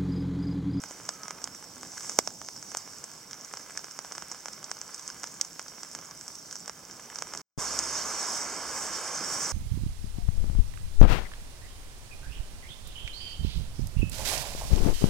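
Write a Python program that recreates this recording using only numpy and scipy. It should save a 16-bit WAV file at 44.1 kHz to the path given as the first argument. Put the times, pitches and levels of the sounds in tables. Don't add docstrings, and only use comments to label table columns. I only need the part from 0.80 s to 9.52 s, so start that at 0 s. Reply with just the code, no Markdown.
import sys
import numpy as np
from scipy import signal
from scipy.fft import rfft, irfft, next_fast_len
from scipy.io import wavfile
from scipy.ndimage import uniform_filter1d, map_coordinates

SR = 44100
rng = np.random.default_rng(int(sys.argv[2]) if len(sys.argv) > 2 else 0)


def materialize(psi):
    bounded = np.clip(np.atleast_2d(psi).T, -1, 1)
    quanta = np.round(bounded * 32767).astype(np.int16)
    wavfile.write(sys.argv[1], SR, quanta)


N = 384552
BREAK_START_S, BREAK_END_S = 6.617, 6.777

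# (frequency [Hz], relative spectral density [dB])
RUMBLE_SPECTRUM = [(20, -32), (50, -9.5), (90, -7), (150, 0.5), (290, -2), (450, -7.5), (900, -7.5),
                   (3000, -52.5)]
FIRST_WASH_SPECTRUM = [(60, -16), (250, -6), (450, 0.5), (700, -3.5), (1050, 3), (1600, 2), (3000, -1.5),
                       (5000, -15.5), (16000, -27)]
SECOND_WASH_SPECTRUM = [(60, -46), (250, -7), (450, -3.5), (700, -2.5), (830, -2.5), (1080, 2.5),
                        (1300, -0.5), (1600, -1), (3000, -6.5), (5000, -21.5), (16000, -24)]
HISS_SPECTRUM = [(300, -59), (2500, -12), (5000, 0.5), (8000, -1), (11000, 1), (16000, -5.5)]
CLOTH_SPECTRUM = [(500, -31), (4500, -13), (6500, -5), (8000, -1.5), (10000, -2.5), (16000, -3.5)]
# (frequency [Hz], coherence [0-1])
COHERENCE = [(30, 0.65), (130, 0.98), (600, 0.9), (1400, 0.96), (3100, 1), (6800, 0.74), (10000, 0.4),
             (15000, .05)]
# (time [s], level [dB])
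RUMBLE_LEVELS = [(0, -58.5), (0.8, -56.5), (1.85, -57), (2.2, -59), (3.9, -61.5), (4.3, -60.5), (6.0, -59),
                 (6.6, -56), (6.8, -55), (8.15, -56.5), (8.7, -49)]
# (time [s], wash level [dB], hiss level [dB])
FIRST_RAIN_LEVELS = [(0.0, -55, -50), (0.5, -53.5, -52.5), (0.79, -58, -51.5), (1.07, -58, -50),
                     (1.27, -52, -46), (1.57, -67, -50.5), (1.97, -55.5, -48), (2.45, -57, -52.5),
                     (2.82, -54.5, -49), (3.11, -57.5, -52), (3.33, -54, -49), (3.93, -57, -51.5),
                     (4.31, -53.5, -49), (4.79, -59, -51), (5.2, -54.5, -52), (5.63, -60, -49),
                     (5.95, -58, -53.5), (6.42, -52.5, -49.5)]
SECOND_RAIN_LEVELS = [(7.0, -41, -35.5), (7.212, -40.5, -35), (7.434, -40.5, -34.5), (7.658, -41, -39.5),
                      (7.86, -41.5, -40.5), (8.288, -41, -37.5), (8.7, -40.5, -35)]
# (frequency [Hz], relative gain [dB])
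LITTER_MODES = [(5000, -11), (6200, -6), (7500, -4.5), (9300, 0)]
# (start [s], duration [s], level [dB])
SLEEVE_STROKES = [(1.04, 0.4, -41), (6.749, 0.16, -39.5), (7.452, 0.22, -36), (7.789, 0.35, -36),
                  (8.37, 0.38, -33.5)]
# (slap frequency [Hz], quality factor [1])
LEAF_Q = [(250, 1.5), (520, 0.73), (1000, 0.78), (1400, 0.85), (1750, 7.2)]
# (time [s], slap level [dB], tick level [dB], slap frequency [Hz], tick frequency [Hz], spray [0-1])
FAT_DROPS = [(0.038, -47.5, -50.5, 1200, 6700, 0.6), (0.109, -55, -58, 380, 6550, .9),
             (0.291, -44, -40.5, 1120, 5330, 0.12), (0.482, -50, -52, 1120, 5700, 0.2),
             (0.508, -46, -55, 1210, 5450, 0), (0.642, -69, -39.5, 1240, 7400, 0.1),
             (0.675, -49.5, -63, 1220, 5900, .3), (1.032, -51.5, -55, 1210, 6400, 0.3),
             (1.179, -52, -52, 1670, 5000, .3), (1.296, -49, -43, 1190, 6470, .14),
             (1.389, -28, -26.5, 566, 6260, 0), (1.475, -43.5, -43.5, 800, 4960, 0.17),
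             (1.616, -50.5, -60, 1220, 5900, 0.3), (1.687, -50.5, -52.5, 1290, 4670, 0),
             (1.949, -42.5, -52.5, 960, 6550, 0), (1.971, -57, -35.5, 1120, 10200, .8),
             (2.241, -59, -46.5, 670, 7050, 0.5), (2.532, -57, -51, 1230, 4300, .1),
             (2.738, -47, -54, 970, 5700, 0.2), (2.772, -52.5, -54.5, 1250, 5030, 0),
             (2.975, -45.5, -42.5, 1800, 6050, 0.3), (3.044, -52.5, -58, 1130, 6000, .3),
             (3.19, -47.5, -49, 980, 5260, 0.04), (3.248, -52, -66, 1010, 5270, .5),
             (3.322, -51, -51, 1190, 5430, 0.2), (3.381, -47.5, -54, 1160, 5400, 0),
             (3.423, -49, -56, 1230, 5540, .4), (3.516, -53, -47.5, 915, 6300, 1),
             (3.658, -48, -53, 1040, 5440, 0.1), (3.684, -49.5, -54, 1050, 5600, .4),
             (3.843, -67, -47.5, 880, 6100, .6), (3.915, -45, -44.5, 1350, 5700, 0.08),
             (4.015, -54, -47.5, 1370, 6300, 0), (4.145, -64, -44.5, 1000, 8100, .4),
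             (4.278, -72, -44.5, 1140, 7350, 0.5), (4.434, -51, -47.5, 1190, 6500, 0),
             (4.441, -46, -53, 1290, 6100, 0), (4.613, -87, -31, 1300, 7400, 0.08),
             (4.795, -46, -50.5, 1250, 5970, 0.1), (5.033, -53, -50, 1180, 5800, 0),
             (5.15, -49, -47, 1390, 6660, .6), (5.48, -59, -49.5, 960, 6800, .5),
             (5.727, -56, -48, 1560, 6760, .6), (5.756, -56, -50.5, 1410, 6000, 0.2),
             (5.879, -50.5, -47.5, 1040, 6700, .9), (5.896, -46.5, -55, 1060, 5430, 0.4),
             (6.301, -53, -59, 1850, 6200, .2), (6.358, -53, -49.5, 1450, 5200, .2),
             (6.387, -53.5, -47.5, 1070, 4930, 0.2), (6.423, -42.5, -48, 1170, 5900, 0),
             (6.537, -47.5, -53, 1150, 5800, 0.2), (6.55, -50, -53, 1110, 6300, 0.3),
             (6.575, -59, -47, 1270, 5540, .15), (6.99, -55, -33, 1004, 7400, .4),
             (8.41, -49, -60, 220, 5950, .9)]
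# (frequency [Hz], gain [dB])
PORT_RESPONSE = [(20, 0), (150, -0.5), (1600, 0), (2100, -1.5), (2700, -9.5), (3100, -4.5), (4150, -6.5),
                 (4650, 0.5), (5400, 3), (6300, 7), (7300, 1.5), (8000, 3.5), (9000, -8.5), (11500, -17)]
RIGHT_PORT_EXTRA = [(60, 3.5), (300, 3.5), (3000, 3.5), (3900, 1), (4600, 3.5), (5400, 10), (6400, 0.2),
                    (12000, -1)]
# (frequency [Hz], width [Hz], depth [dB])
CAVITY_NOTCHES = [(1880, 114, 13), (3336, 35, 22), (4036, 97, 13), (4860, 134, 12.5)]


def amp(db):
    return 10 ** (np.asarray(db) / 20)


def unit(x):
    return x / np.sqrt(np.mean(x ** 2) + 1e-20)


def along(points, hz):
    knots_hz, values = np.transpose(points)
    return np.interp(np.log(hz + 1), np.log(knots_hz + 1), values)


def curves(rows):
    times, *columns = np.transpose(rows)
    return [np.interp(np.arange(N) / SR, times, column) for column in columns]


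def wobble(rate):
    knots = rng.standard_normal(int(N * rate / SR) + 4)
    return map_coordinates(knots, [np.arange(N) * rate / SR])


def filtered(x, response):
    size = next_fast_len(N + SR // 4)
    return irfft(rfft(x, size) * response(np.fft.rfftfreq(size, 1 / SR)), size)[..., :N]


def ring(x, hz, q):
    return signal.lfilter(*signal.iirpeak(hz, q, fs=SR), x)


def spread(pair, spectrum):
    def response(hz):
        angle = np.arccos(np.clip(along(COHERENCE, hz), -1, 1)) / 2
        return amp(along(spectrum, hz)) * [np.cos(angle), np.sin(angle)]
    mid, side = filtered(pair, response)
    return unit(np.array([mid + side, mid - side]))


def rush(spectrum, patchy_db):
    cells = signal.stft(rng.standard_normal((2, N)), nperseg=512)[2]
    patches = uniform_filter1d(rng.standard_normal(cells.shape[1:]), size=7, axis=0)
    patches = unit(uniform_filter1d(patches, size=12, axis=1))
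    pair = signal.istft(cells * amp(patchy_db * patches), nperseg=512)[1][:, :N]
    return spread(pair, spectrum)


def impacts(count, scatter_db):
    when, size, sign = rng.random((count, 3)).T
    heights = amp(-scatter_db * np.log(size + 1 / 30)) * np.sign(sign - 0.5)
    return unit(np.bincount((when * N).astype(int), heights, N))


def ports(x, size=4096):
    hz = np.fft.rfftfreq(size, 1 / SR)
    loss_db = sum(depth / (1 + (2 * (hz - centre) / width) ** 2)
                  for centre, width, depth in CAVITY_NOTCHES)
    left_db = along(PORT_RESPONSE, hz) - loss_db
    right_db = left_db + along(RIGHT_PORT_EXTRA, hz)
    cepstrum = irfft(np.log(amp([left_db, right_db])))
    cepstrum[:, 1:size // 2] *= 2
    cepstrum[:, size // 2 + 1:] = 0
    impulse_response = irfft(np.exp(rfft(cepstrum)))
    return signal.fftconvolve(x, impulse_response, axes=1)[:, :N]


def rumble():
    return amp(curves(RUMBLE_LEVELS)[0]) * rush(RUMBLE_SPECTRUM, patchy_db=2.0)


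def far_hum(start_db=-58.5, sink_db_per_s=6, depth_db=3.5, period_s=0.94, crest_s=7.0):
    t = np.arange(N) / SR
    swell_db = depth_db * np.cos(2 * np.pi * (t - crest_s) / period_s)
    level_db = start_db - sink_db_per_s * np.maximum(t - BREAK_END_S, 0) + swell_db
    drone = amp(level_db) * np.sin(2 * np.pi * 66.5 * t + 0.34 * wobble(4))
    partial = amp(-65) * np.sin(2 * np.pi * 199.2 * t + 0.5 * wobble(5))
    return drone + partial


def far_tone(centre_s=0.45, half_s=0.17, hz=1275, fall_hz=40, db=-55, period_s=0.17, depth_db=3.5):
    t = np.arange(N) / SR - centre_s
    u = t / half_s
    pitch_hz = hz - fall_hz * np.clip(u, -1, 1) / 2 + 34 * wobble(120)
    level_db = db + depth_db * np.cos(2 * np.pi * t / period_s) + 1.7 * wobble(29.6)
    return amp(level_db) * np.exp(-u ** 4) * np.sin(2 * np.pi * np.cumsum(pitch_hz) / SR)


def crackle():
    pair = np.zeros((2, N))
    for hz, db in LITTER_MODES:
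        hits = np.array([impacts(count=600, scatter_db=6) for _ in range(2)])
        pair += amp(db) * ring(hits, hz, q=6.3)
    return spread(pair, HISS_SPECTRUM)


def steady_rain(levels, wash_spectrum, wash_trim_db, hiss_trim_db, patter_db, crackle_db):
    wash_db, hiss_db = curves(levels)
    hits = np.array([impacts(count=1100, scatter_db=6.5) for _ in range(2)])
    patter = amp(patter_db) * spread(hits, wash_spectrum)
    wash = unit(rush(wash_spectrum, patchy_db=1.0) + patter)
    flicker_db = 0.8 * wobble(22)
    hiss = unit(rush(HISS_SPECTRUM, patchy_db=2.0) + amp(crackle_db) * crackle())
    return amp(wash_db + wash_trim_db) * wash + amp(hiss_db + hiss_trim_db + flicker_db) * hiss


def sleeve(skew=1.24, sharpness=0.96):
    t = np.arange(N) / SR
    strokes = np.zeros(N)
    for start_s, length_s, db in SLEEVE_STROKES:
        progress = np.clip((t - start_s) / length_s, 0, 1)
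        strokes += amp(db) * np.abs(np.sin(np.pi * progress ** skew)) ** sharpness
    cloth = rush(CLOTH_SPECTRUM, patchy_db=0.5)
    return strokes * amp(wobble(30)) * cloth


def thump(start_s, gain_db, time_constant_s=0.0012):
    u = np.maximum(np.arange(N) / SR - start_s, 0) / time_constant_s
    return -amp(gain_db) * u * (1 - u / 2) * np.exp(-u)


def light_drops(count, flurry_db_per_db=0.7, spread_octaves=0.44):
    when, slap, tick, size, stiffness, wetness = rng.uniform(-1, 1, (count, 6)).T
    times = (np.arange(count) + (when + 1) / 2) * BREAK_START_S / count
    wash_db, hiss_db = [flurry_db_per_db * (level - level.mean())[(times * SR).astype(int)]
                        for level in curves(FIRST_RAIN_LEVELS)]
    slap_db = -60.5 + 6 * slap + wash_db
    tick_db = -55.5 + 4 * tick + hiss_db
    slap_hz = 1200 * 2 ** (spread_octaves * size)
    tick_hz = 6200 * 2 ** (spread_octaves * stiffness)
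    return np.transpose([times, slap_db, tick_db, slap_hz, tick_hz, np.abs(wetness)])


def splash(t, wetness, touch_t60_s=0.004, spray_t60_s=0.035, echo_t60_s=0.065):
    noise = rng.standard_normal((4, len(t)))
    touch = unit(noise[0] * amp(-60 * (t - t[0]) / touch_t60_s))
    spray = unit(noise[1] * (t >= 0) * amp(-60 * t / spray_t60_s))
    echo = unit(noise[2:] * (t >= 0) * amp(-60 * t / echo_t60_s))
    return amp(-17.5) * touch + np.sqrt(wetness + 0.033) * spray + amp(-18) * echo


def near_drops(drops, tick_trim_db=-0.5, slap_trim_db=1.0):
    lead = SR // 450
    t = (np.arange(SR // 20) - lead) / SR
    blow = -unit(1.0 * (t == 0))
    radiation = signal.butter(2, 190, "highpass", fs=SR)
    out = np.zeros((2, N + SR))
    for time_s, slap_db, tick_db, slap_hz, tick_hz, wetness in drops:
        spatter = splash(t, wetness)
        crack = blow + spatter
        tick_q = 1.48 * rng.uniform(0.32, 1.05)
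        ringing = ring(ring(crack, tick_hz, tick_q), tick_hz, tick_q)
        tick = unit(unit(ringing) + amp(-8) * unit(crack))
        push = signal.lfilter(*radiation, blow + 0.5 * spatter)
        overtone = ring(push, rng.uniform(1600, 3080), q=7)
        slap = unit(ring(push, slap_hz, along(LEAF_Q, slap_hz)) + amp(-8) * overtone)
        drop = amp(tick_db + tick_trim_db) * tick + amp(slap_db + slap_trim_db) * slap
        start = max(round(time_s * SR) - lead, 0)
        out[:, start:start + len(t)] += drop
    return out[:, :N]


def scene():
    t = np.arange(N) / SR
    first = steady_rain(FIRST_RAIN_LEVELS, FIRST_WASH_SPECTRUM, wash_trim_db=1.5, hiss_trim_db=1.64,
                        patter_db=-3, crackle_db=-5) + far_tone()
    second = steady_rain(SECOND_RAIN_LEVELS, SECOND_WASH_SPECTRUM, wash_trim_db=0.8, hiss_trim_db=0.6,
                         patter_db=-23, crackle_db=-8) + far_hum()
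    fade_in = np.clip((t - BREAK_END_S) / 0.017, 0, 1)
    background = np.where(t < BREAK_END_S, first, fade_in * second) + rumble()
    thumps = np.array([thump(BREAK_END_S, gain_db=-10.5), thump(6.784, gain_db=-12)])
    return background + sleeve() + thumps + near_drops(FAT_DROPS) + near_drops(light_drops(count=60))


def record(dry):
    t = np.arange(N) / SR
    heard = ports(dry) + amp(-57) * rng.standard_normal((2, N))
    gate = np.where((t < BREAK_START_S) | (t > BREAK_END_S), 1, amp(-53))
    clipped = np.clip(heard * gate, -0.9, 0.9)
    return filtered(clipped, lambda hz: hz < 16000)


dry = scene()
out = record(dry)
materialize(out)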